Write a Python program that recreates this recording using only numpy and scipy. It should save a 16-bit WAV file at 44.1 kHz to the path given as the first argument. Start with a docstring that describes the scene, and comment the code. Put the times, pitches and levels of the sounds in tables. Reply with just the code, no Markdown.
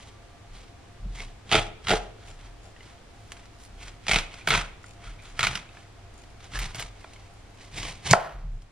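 """A large kitchen knife saws through a watermelon on a wooden board in a small kitchen.
Hard pushes split the rind in runs of cracks that knock in the hollow of the fruit; between pushes
the wet blade slides and squeaks and the melon rocks. The last strip of rind gives, the blade slams
onto the board, an automatic gain control ducks the level and the halves peel apart.
Tiles and cupboards echo, and an appliance hums underneath."""
import sys
import numpy as np
from scipy import signal
from scipy.fft import rfft, irfft, next_fast_len
from scipy.io import wavfile
from scipy.ndimage import uniform_filter1d

SR = 44100
rng = np.random.default_rng(int(sys.argv[2]) if len(sys.argv) > 2 else 0)


def generate_wav(sig):
    """Save sig (samples, or channels by samples) to the path in sys.argv[1] as 16-bit PCM at SR."""
    pcm = np.round(np.clip(np.atleast_2d(sig).T, -1, 1) * 32767).astype(np.int16)
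    wavfile.write(sys.argv[1], SR, pcm)


N = 384111
TIME = np.arange(N) / SR
FFT_SIZE = 2 * next_fast_len(N // 2 + SR // 2)
FREQS = np.maximum(np.arange(FFT_SIZE // 2 + 1) * SR / FFT_SIZE, 1)

# hard pushes of the knife: start_s, length_s, tear_db, thud_db, rock_db
PUSHES = [(1.531,0.051,-28,-27.5,-34), (1.891,0.053,-31,-36,-35), (4.098,0.086,-31.5,-39,-30.5),
          (4.506,0.072,-29.5,-28.5,-33.5), (5.413,0.13,-35,-35,-41), (6.546,0.1,-36.5,-37,-31.5),
          (6.781,0.018,-36,-39.5,-44.5), (7.767,0.13,-35,-39.5,-40.5), (8.067,.05,-29.5,-33,-48),
          (8.105,0.022,-22,-26,-41)]
PUSH_ATTACK_S = 0.086
# modes of the steel blade, damped by the flesh: pitch_hz, level_db, t60_s
STEEL_MODES = [(1319, -4, 0.036), (1560, -10.5, 0.02), (2156, -3.5, 0.031), (2423, 0.5, 0.015),
               (3190, -15, 0.022), (3740, -17, 0.025)]
# modes of the whole fruit bouncing: pitch_hz, level_db, t60_s
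BOUNCE_MODES = [(111.6, 5.5, 0.036), (138.2, 6.5, 0.034), (194.6, -9, 0.11)]


def rind():
    """Cracks snap in the rind, spray juice, jolt the blade, knock in the hollow fruit and shake it."""
    # the rind splits: start_s, snap_db, hollow_db
    cracks = [(1.2031,-30.5,-45), (1.493,-36,-54.5), (1.515,-17.5,-27.5), (1.524,-12,-22.5),
              (1.532,-17,-30), (1.5435,-18.5,-16.5), (1.5528,-14,-18), (1.565,-26.5,-35),
              (1.5773,-24,-27.5), (1.587,-26.5,-27.5), (1.87,-24,-52), (1.884,-17,-33), (1.8939,-17.5,-31),
              (1.9047,-15.5,-19), (1.913,-16,-20.5), (1.9228,-24,-18), (1.934,-25.5,-18.5),
              (4.067,-29.5,-45), (4.0824,-17.5,-37), (4.093,-20.5,-30), (4.108,-31,-40), (4.1128,-15.5,-32),
              (4.117,-18,-42), (4.133,-16,-31.5), (4.143,-18,-35), (4.1589,-13,-27.5), (4.186,-17.5,-37.5),
              (4.4736,-14.5,-29), (4.4857,-22.5,-33), (4.5051,-13,-29), (4.519,-19,-28.5), (4.528,-22,-35),
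              (4.5385,-17.5,-30), (4.549,-19,-33), (4.576,-23.5,-38), (5.392,-17,-36), (5.4067,-21.5,-55),
              (5.43,-15.5,-59), (5.438,-19,-36), (5.448,-20.5,-52), (5.4684,-16,-41), (5.554,-21,-47),
              (6.557,-32,-59), (6.5901,-29.5,-59), (6.642,-33.5,-55), (6.655,-34.5,-52), (6.746,-30,-44),
              (6.755,-35,-53), (6.795,-30,-44), (6.812,-33,-48), (6.824,-33,-49), (8.11,-28,-50.5),
              (8.1306,-31,-24.5)]
    # the outer rind breaks hardest: time_s, first_break_ratio
    hardness = [(1.9, 2.4), (4.1, 1.45)]
    # deeper cracks spray more juice: time_s, fizz_over_snap_db
    juiciness = [(1.55, -21.5), (1.9, -20.5), (4.1, -16.5), (4.5, -20.5), (5.4, -16), (6.7, -13), (8.1, 8)]
    # juice spits out of a crack: start_s, level_db
    juice_spits = [(4.472,-37), (4.487,-33), (5.469,-42), (6.589,-37), (6.754,-46), (6.797,-38)]
    # tone of the woody snap, the bright fizz and the thin spit: freq_hz, level_db
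    snap_eq = [(400, -22), (1050, -6), (1350, 2.5), (1750, -3.5), (2150, 2), (2500, 3), (2900, -0.5),
               (3300, -2), (4000, -3.5), (5200, -13.5), (6500, -30.5), (10000, -19.5), (15000, -48.5)]
    fizz_eq = [(1500, -20), (4500, 7.5), (7000, 6.5), (9000, 1), (12000, -11), (15000, -32.5)]
    spit_eq = [(4000, -40), (8000, -2), (12000, 2), (15000, -18)]
    # modes of the melon on its board: pitch_hz, level_db, t60_s
    hollow_modes = [(179.4, -4.5, 0.031), (338, -10, 0.062), (432, -7.5, 0.073), (545, -11, 0.056),
                    (654.5, 0, 0.041), (797, 0.5, 0.029)]
    start_s, snap_db, hollow_db = np.transpose(cracks)
    first_break = np.interp(start_s, *np.transpose(hardness))
    fizz_db = snap_db + np.interp(start_s, *np.transpose(juiciness))
    breaks = fractures(start_s, snap_db, first_break, run_s=0.0021, tail_db=-8, tail_s=0.012)
    fizz = fractures(start_s, fizz_db, first_break=0.13, run_s=0.0037, tail_db=-4, tail_s=0.012)
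    spits = fractures(*np.transpose(juice_spits), first_break=0.5, run_s=0.0025, tail_db=-5, tail_s=0.0089)
    snap = bending_chirp(coloured(breaks, snap_eq))
    juice = from_db(1) * coloured(fizz, fizz_eq) + coloured(spits, spit_eq)
    hollow = struck(start_s, hollow_db, hollow_modes, scatter_db=2, detune=0.034)
    steel = struck(start_s, snap_db, STEEL_MODES, scatter_db=7, detune=0.033)
    shudder = struck(start_s, snap_db, BOUNCE_MODES[-1:], scatter_db=-0.5, detune=0.023)
    bite = gripped(from_db(-3.5) * snap + from_db(-11.5) * steel)
    return bite + juice + from_db(3) * hollow + from_db(-18) * shudder


def fractures(starts, levels_db, first_break, run_s, tail_db, tail_s):
    """A crack opens with one sharp break, runs on for a few ms and leaves a dying crackle."""
    t = np.arange(SR // 14) / SR
    out, cells = np.zeros(N), grains(per_s=9000, spread_db=3)
    run = np.exp(-(t / run_s) ** 4)
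    for s, gain, hard in zip(starts, from_db(levels_db), np.broadcast_to(first_break, len(starts))):
        here = slice(round(s * SR), round(s * SR) + len(t))
        burst = cells[here] * run
        burst /= np.sqrt(np.sum(burst ** 2)) + 1e-9
        burst[0] -= hard
        burst *= np.sqrt(run_s * SR / (1 + hard ** 2))
        crackle = cells[here] * from_db(tail_db) * np.exp(-t / tail_s)
        out[here] += gain * (burst + crackle)
    return out


def bending_chirp(x):
    """Highs outrun lows in the stiff rind, so each snap is a quick downward chirp."""
    lag_s, corner_hz = 0.002613, 2280
    lag_cycles = lag_s * (corner_hz * np.arctan(FREQS / corner_hz) - FREQS / 5)
    return filtered(x, np.exp(-2j * np.pi * lag_cycles))


def gripped(x):
    """Three broad blade resonances swell and shrink as the flesh's grip changes from stroke to stroke."""
    # boost or cut of each resonance: time_s, low_db, middle_db, high_db
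    grip = [(1.2,-11,-2.5,1.5), (1.55,1,2,8), (1.9,2,-4,4), (4.13,-3,2.5,1), (4.52,4,2,4), (5.45,2,1,4),
            (6.7,-2,-1.5,-0.5), (7.8,-12,-1,0)]
    # the resonances: centre_hz, width_hz
    resonances = [(1360, 620), (2420, 530), (3330, 250)]
    time_s, *boosts_db = np.transpose(grip)
    for (hz, width), db in zip(resonances, boosts_db):
        band = signal.lfilter(*signal.iirpeak(hz, hz / width, fs=SR), x)
        x = x + (from_db(np.interp(TIME, time_s, db)) - 1) * band
    return x


def blade():
    """Steel drags through wet cells: a fine rub, clumps of pops, a damped rasp and a sparse crackle."""
    # light slides between pushes: start_s, length_s, level_db
    slides = [(0,0.071,-51), (0.555,0.05,-50.5), (1.161,0.075,-44.5), (2.23,0.068,-54.5),
              (2.413,0.034,-53.5), (2.827,0.071,-54.5), (3.326,0.078,-54.5), (3.821,0.058,-46.5),
              (4.316,0.065,-49.5), (5.042,0.054,-50.5), (5.253,0.027,-52.5), (5.755,0.025,-51.5),
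              (6.438,0.012,-47.5), (6.968,0.26,-56.5), (7.617,0.023,-45.5), (7.984,0.044,-53)]
    # tone of steel on wet flesh: freq_hz, level_db
    flesh_eq = [(300, -6.5), (550, -7.5), (900, -3.5), (1100, -2.5), (1400, 1), (1850, -3), (2300, 2.5),
                (2900, -4), (3400, -3.5), (4800, -7.5), (9000, -11), (12000, -31.5), (15000, -33)]
    rest_db = -68.5  # the knife only leans in the cut
    start_s, length_s, tear_db, _, _ = np.transpose(PUSHES)
    pushing = swells(start_s, length_s, tear_db, rest_db, PUSH_ATTACK_S, release_s=0.17)
    sliding = swells(*np.transpose(slides), rest_db, attack_s=0.074, release_s=0.11)
    rub = rms_one(grains(per_s=7000, spread_db=1.9) * from_db(2.95 * drift(160)))
    pops = rms_one(grains(per_s=600, spread_db=1) * from_db(2 * drift(50)))
    flesh = coloured(from_db(-1.5) * rub + from_db(-11) * pops, flesh_eq)
    rasp = rms_one(sum((-1) ** k * from_db(db) * ring(rub, hz, t60_s=0.015)
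                       for k, (hz, db, _) in enumerate(STEEL_MODES)))
    crackle = sliding * from_db(-11.5) * coloured(grains(per_s=70, spread_db=2.4), flesh_eq)
    return gripped(np.maximum(pushing, sliding) * (flesh + from_db(-20) * rasp) + crackle)


def board():
    """Knife and fruit knock on the wood: one light tap, then the final slam."""
    # the blows: start_s, level_db
    knocks = [(7.044, -37), (8.134, 3)]
    # modes of the board under the blade: pitch_hz, level_db, t60_s
    wood_modes = [(369, -9, 0.019), (662, 0, 0.033), (853, 0, 0.018), (1067, -0.5, 0.021),
                  (1343, -2.5, 0.03), (1460, 1.5, 0.011), (2000, 2, 0.0047), (3000, -11, 0.002),
                  (4700, -20, 0.0018)]
    return struck(*np.transpose(knocks), wood_modes, scatter_db=0.5, detune=0.0043)


def melon():
    """The heavy fruit thuds and sways on the board when it is pushed or rolled, and bumps down."""
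    # the melon tips and rolls: start_s, length_s, level_db
    rolls = [(0.508,0.027,-46), (1.038,0.068,-34.5), (1.195,0.061,-41), (2.253,0.25,-48.5), (3.73,0.16,-48),
             (5.076,0.019,-39.5), (5.3,0.08,-47.5), (8.355,0.036,-33.5), (8.434,0.12,-28.5)]
    # it lands on the board: start_s, level_db
    landings = [(1.054, -27), (4.158, -25), (8.1112, -6.5), (8.1317, -13)]
    # tone of its dull thud: freq_hz, level_db
    thud_eq = [(25, -14), (70, -0.5), (103, 4.5), (140, 4), (170, -3), (197, -4.5), (260, -33.5),
               (2000, -73)]
    push_s, push_length_s, _, thud_db, rock_db = np.transpose(PUSHES)
    roll_s, roll_length_s, roll_db = np.transpose(rolls)
    thud_rest_db, rock_rest_db = -62, -60
    roll_ramps = dict(attack_s=0.055, release_s=0.16)
    push_thud = swells(push_s, push_length_s, thud_db, thud_rest_db, PUSH_ATTACK_S, release_s=0.14)
    roll_thud = swells(roll_s, roll_length_s, roll_db - 7, thud_rest_db, **roll_ramps)
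    # after a push its weight sways late and settles slowly
    late_s, hold_s = push_s + 0.04, np.full(len(push_s), 0.033)
    push_rock = swells(late_s, hold_s, rock_db, rock_rest_db, PUSH_ATTACK_S, release_s=0.19)
    roll_rock = swells(roll_s, roll_length_s, roll_db, rock_rest_db, **roll_ramps)
    sway_hz = 35 * np.exp(0.18 * drift(21))
    sway = np.maximum(push_rock, roll_rock) * np.sqrt(2) * np.sin(2 * np.pi * np.cumsum(sway_hz) / SR)
    thud = np.maximum(push_thud, roll_thud) * coloured(rng.standard_normal(N), thud_eq)
    bumps = struck(*np.transpose(landings), BOUNCE_MODES, scatter_db=1.5, detune=0.014)
    return from_db(1.8) * sway + from_db(-4.5) * thud - bumps


def peel():
    """Wet flesh scrapes off the blade as the halves fall open; the widening gap lowers its pitch."""
    # the halves part: time_s, level_db, centre_hz
    parting = [(8.14,-36.5,1708), (8.27,-38.5,1449), (8.33,-46.5,1198), (8.419,-52.5,998), (8.5,-64,755)]
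    time_s, db, centre_hz = np.transpose(parting)
    phase = 2 * np.pi * np.cumsum(np.interp(TIME, time_s, centre_hz)) / SR
    rub = signal.sosfilt(signal.butter(1, 450, fs=SR, output="sos"), grains(per_s=2500, spread_db=2.43))
    envelope = from_db(np.interp(TIME, time_s, db)) * (TIME > time_s[0]) * (TIME < time_s[-1])
    return envelope * rms_one(rub * np.cos(phase))


def squeaks():
    """Uneven slips ring a pocket between steel and flesh, and more weakly its overtone."""
    # the wet steel sticks and slips: start_s, length_s, level_db, pitch_hz
    stick_slips = [(1.165,0.054,-45.5,2210), (4.382,0.067,-51,2400), (5.063,.04,-50.5,1400),
                   (5.179,0.038,-51,2350), (6.54,0.053,-38,1720)]
    slips_per_s, out = 260, np.zeros(N)
    for s, length_s, db, hz in stick_slips:
        swell = np.hanning(round(length_s * SR))
        n = len(swell)
        pace = np.exp(0.5 * rng.standard_normal(SR // 10).repeat(40)[:n])
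        slip_count = np.floor(np.cumsum(pace) * slips_per_s / SR)
        slips = np.diff(slip_count, prepend=0) * rng.exponential(1, SR // 10)[:n]
        voice = rms_one(ring(slips, hz, t60_s=0.025) + from_db(-2) * ring(slips, 1.5 * hz, t60_s=0.0036))
        out[round(s * SR):round(s * SR) + n] += from_db(db) * np.sqrt(swell) * voice
    return out


def wet_ticks():
    """Pockets of juice pop in the cut, each ringing two short tones."""
    # the pops: start_s, level_db, pitch_hz
    ticks = [(2.764,-45,1910), (2.807,-43,2070), (4.319,-44,3000), (4.842,-38,1420), (5.691,-44.5,2620),
             (5.771,-40.5,1726), (7.043,-41,2410), (7.162,-44,2200)]
    out = np.zeros(N)
    for s, db, hz in ticks:
        click = np.zeros(N)
        click[round(s * SR)] = from_db(db)
        out += ring(click, hz, t60_s=0.029) + ring(click, 1.4 * hz, t60_s=0.012)
    return out


def dry_clicks():
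    """Single fibres part as the blade shifts, with a short, bright snap that rings nothing."""
    # the fibres break: start_s, level_db
    fibres = [(2.286,-49), (3.3195,-36), (3.4562,-52), (6.237,-51), (6.4425,-48), (7.135,-48), (8.62,-48)]
    # their tone: freq_hz, level_db
    fibre_eq = [(500,-4), (1700,-1), (4500,-3), (9500,-9.5), (14000,-30)]
    snaps = fractures(*np.transpose(fibres), first_break=0.87, run_s=0.0012, tail_db=-2, tail_s=0.008)
    return coloured(snaps, fibre_eq)


def hand():
    """Hand and sleeve brush softly over the rind as the melon is turned."""
    # the strokes: start_s, length_s, level_db
    brushes = [(3.194,.15,-66), (3.626,0.032,-57), (3.817,0.034,-61)]
    # tone of skin and cloth: freq_hz, level_db
    brush_eq = [(500, -9), (2200, 2), (9000, 4), (15000, -15.5)]
    envelope = swells(*np.transpose(brushes), rest_db=-81.5, attack_s=0.14, release_s=0.082)
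    return from_db(2) * envelope * coloured(grains(per_s=1000, spread_db=3.5), brush_eq)


def worktop(x, scatter_db, fade_s):
    """Board, hands and splashback scatter the sound within a few ms, differently to left and right."""
    t = np.arange(SR // 50) / SR
    echoes = rng.standard_normal((2, len(t))) * t * np.exp(-t / fade_s)
    echoes /= np.sqrt(np.sum(echoes ** 2, axis=1, keepdims=True))
    short_waves = FREQS / (FREQS + 4000)  # long waves pass around small things
    return from_db(scatter_db) * filtered(x, rfft(echoes, FFT_SIZE) * short_waves)


def kitchen(x):
    """A dense echo from tiles and cupboards, lingering longest in the bass."""
    # reverb decay (negative in the top band, which returns as a faint slap 0.75 s late): freq_hz, t60_s
    decay = [(100, 1.1), (800, 0.34), (2500, 0.6), (12000, -0.04)]
    # reverb tone: freq_hz, level_db
    reverb_eq = [(100, -26.5), (300, -10), (700, -6.5), (2000, -15), (5000, -17.5), (12000, -26)]
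    t = np.arange(SR * 3 // 4) / SR
    onset = np.clip((t - 0.004) / 0.0074, 0, 1)
    edges_hz = np.geomspace(60, 16000, 9)
    tail = np.zeros((2, len(t)))
    for low, high in zip(edges_hz, edges_hz[1:]):
        t60_s = np.interp(np.sqrt(low * high), FREQS, at_hz(decay))
        fade = np.exp(-np.log(1000) * t / t60_s) * onset
        bandpass = signal.butter(2, [low, high], "band", fs=SR, output="sos")
        band = signal.sosfilt(bandpass, rng.standard_normal(tail.shape))
        tail += band * fade / np.sqrt(np.sum(fade ** 2))
    return diffuse(filtered(x, rfft(tail, FFT_SIZE) * from_db(at_hz(reverb_eq))))


def background():
    """Room air, the wavering hum of an appliance and a faint whine that fades at the start."""
    # room tone: freq_hz, level_db
    air_eq = [(35, -2), (70, 0), (102, -9), (160, -11.5), (300, -10.5), (560, -15), (900, -17.5),
              (2200, -22), (4000, -26.5), (12000, -36.5), (15000, -44.5)]
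    # tones of the appliance: pitch_hz, level_db
    hum_tones = [(102.3, -55.5), (694.4, -64.5), (791.3, -70.5)]
    air = from_db(-50.5) * diffuse(coloured(rng.standard_normal((2, N)), air_eq))
    hum = sum(wavering(hz, db) for hz, db in hum_tones)
    whine = wavering(hz=1174, db=-67) * np.clip(1 - TIME / 1.8, 0, 1)
    return air + hum + whine


def wavering(hz, db):
    """A tone whose strength and phase wander."""
    phase = 2 * np.pi * hz * TIME
    return from_db(db) * (drift(per_s=20) * np.sin(phase) + drift(per_s=20) * np.cos(phase))


def diffuse(pair):
    """Two unrelated signals become left and right, alike where the microphone ports hear alike."""
    # diffuse sound at the two ports: freq_hz, likeness (0-1)
    likeness = [(60, .999), (130, 0.94), (290, 0.1), (700, 0.6), (2500, 0.28), (7000, 0), (12000, 1)]
    alike = np.clip(at_hz(likeness), 0, 1)
    mid, side = filtered(pair, np.sqrt([(1 + alike) / 2, (1 - alike) / 2]))
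    return np.array([mid + side, mid - side])


def struck(starts, levels_db, modes, scatter_db, detune):
    """Every blow rings all modes, each with a strength and a slight detuning of its own."""
    hz, mode_db, t60_s = np.transpose(modes)[:, :, None]
    t, out = np.arange(SR // 6) / SR, np.zeros(N)
    polarity = (-1) ** np.arange(len(modes))[:, None]
    fades = polarity * from_db(mode_db - 60 * t / t60_s)
    variations = rng.standard_normal((len(starts), 2, len(modes), 1))
    for s, gain, (loud, sharp) in zip(starts, from_db(levels_db), variations):
        rings = from_db(scatter_db * loud) * fades * np.sin(2 * np.pi * hz * (1 + detune * sharp) * t)
        out[round(s * SR):round(s * SR) + len(t)] += gain * rings.sum(axis=0)
    return out


def ring(clicks, hz, t60_s):
    """A unit click sets a sine of height 1 ringing."""
    r, w = from_db(-60 / (t60_s * SR)), 2 * np.pi * hz / SR
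    return signal.lfilter([0, np.sin(w)], [1, -2 * r * np.cos(w), r * r], clicks + 1e-18)


def grains(per_s, spread_db):
    """Cells bursting at random, many small and a few large; rms 1."""
    sizes = from_db(spread_db * np.minimum(rng.exponential(1, N), 4)) * rng.choice([-1, 1], N)
    return rms_one(sizes * (rng.random(N) < per_s / SR))


def swells(starts, lengths, levels_db, rest_db, attack_s, release_s):
    """Gain of a series of moves: each rises from rest, holds its level and sinks back."""
    above_db = np.zeros(N)
    for s, length, db in zip(starts, lengths, levels_db):
        shape = np.interp(TIME, [s - attack_s, s, s + length, s + length + release_s], [0, 1, 1, 0])
        above_db = np.maximum(above_db, (db - rest_db) * shape)
    return from_db(rest_db + above_db)


def drift(per_s):
    """Smooth random wander with spread 1."""
    knots = rng.standard_normal(int(N / SR * per_s) + 2)
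    return rms_one(np.interp(TIME * per_s, np.arange(len(knots)), knots))


def coloured(x, eq):
    """Causal (minimum-phase) EQ that keeps the power of white input."""
    cepstrum = irfft(np.log(rms_one(from_db(at_hz(eq)))))
    cepstrum[1:FFT_SIZE // 2] *= 2
    cepstrum[FFT_SIZE // 2 + 1:] = 0
    return filtered(x, np.exp(rfft(cepstrum)))


def filtered(x, response):
    """Apply a frequency response."""
    return irfft(rfft(x, FFT_SIZE) * response, FFT_SIZE)[..., :N]


def at_hz(points):
    """Read a table on a log-frequency axis."""
    hz, value = np.transpose(points)
    return np.interp(np.log(FREQS), np.log(hz), value)


def from_db(db):
    """Decibels to gain."""
    return 10 ** (np.asarray(db) / 20)


def rms_one(x):
    """Scale to rms 1."""
    return x / np.sqrt(np.mean(x ** 2) + 1e-20)


def gain_control(x, threshold_db, attack_s):
    """A loud blow turns the gain down at once, and it stays down."""
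    power = uniform_filter1d(np.mean(x ** 2, axis=0), SR // 250)
    level_db = 10 * np.log10(np.maximum(power, 1e-12))
    cut_db = np.maximum.accumulate(np.maximum(level_db - threshold_db, 0))
    pole = np.exp(-1 / (attack_s * SR))
    return x * from_db(-signal.lfilter([1 - pole], [1, -pole], cut_db))


def scene():
    """The blade is slightly right of centre; treble reaches the two microphone ports out of step."""
    # phase of the left port against the right: freq_hz, lead_rad
    port_phase = [(0, 0), (2500, -.15), (4000, -.65), (5900, -1.6), (8500, -2.6), (11000, -3)]
    cutting = rind() + blade() + squeaks() + wet_ticks() + dry_clicks() + hand() + board() + peel()
    fruit = melon()
    direct = cutting * from_db([[-0.6], [0.6]]) + fruit
    reflections = worktop(cutting, scatter_db=-3, fade_s=0.0027) + kitchen(cutting + fruit)
    lead_rad = np.interp(FREQS, *np.transpose(port_phase))
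    return filtered(direct + reflections + background(), np.exp(1j * np.outer([0.5, -0.5], lead_rad)))


def record(dry):
    """Gain control, soft-clipped peaks and a steep high cut."""
    held = np.tanh(gain_control(dry, threshold_db=-5, attack_s=0.0021))
    return signal.sosfilt(signal.ellip(10, 0.1, 80, 15400, fs=SR, output="sos"), held)


dry = scene()
out = record(dry)
generate_wav(out)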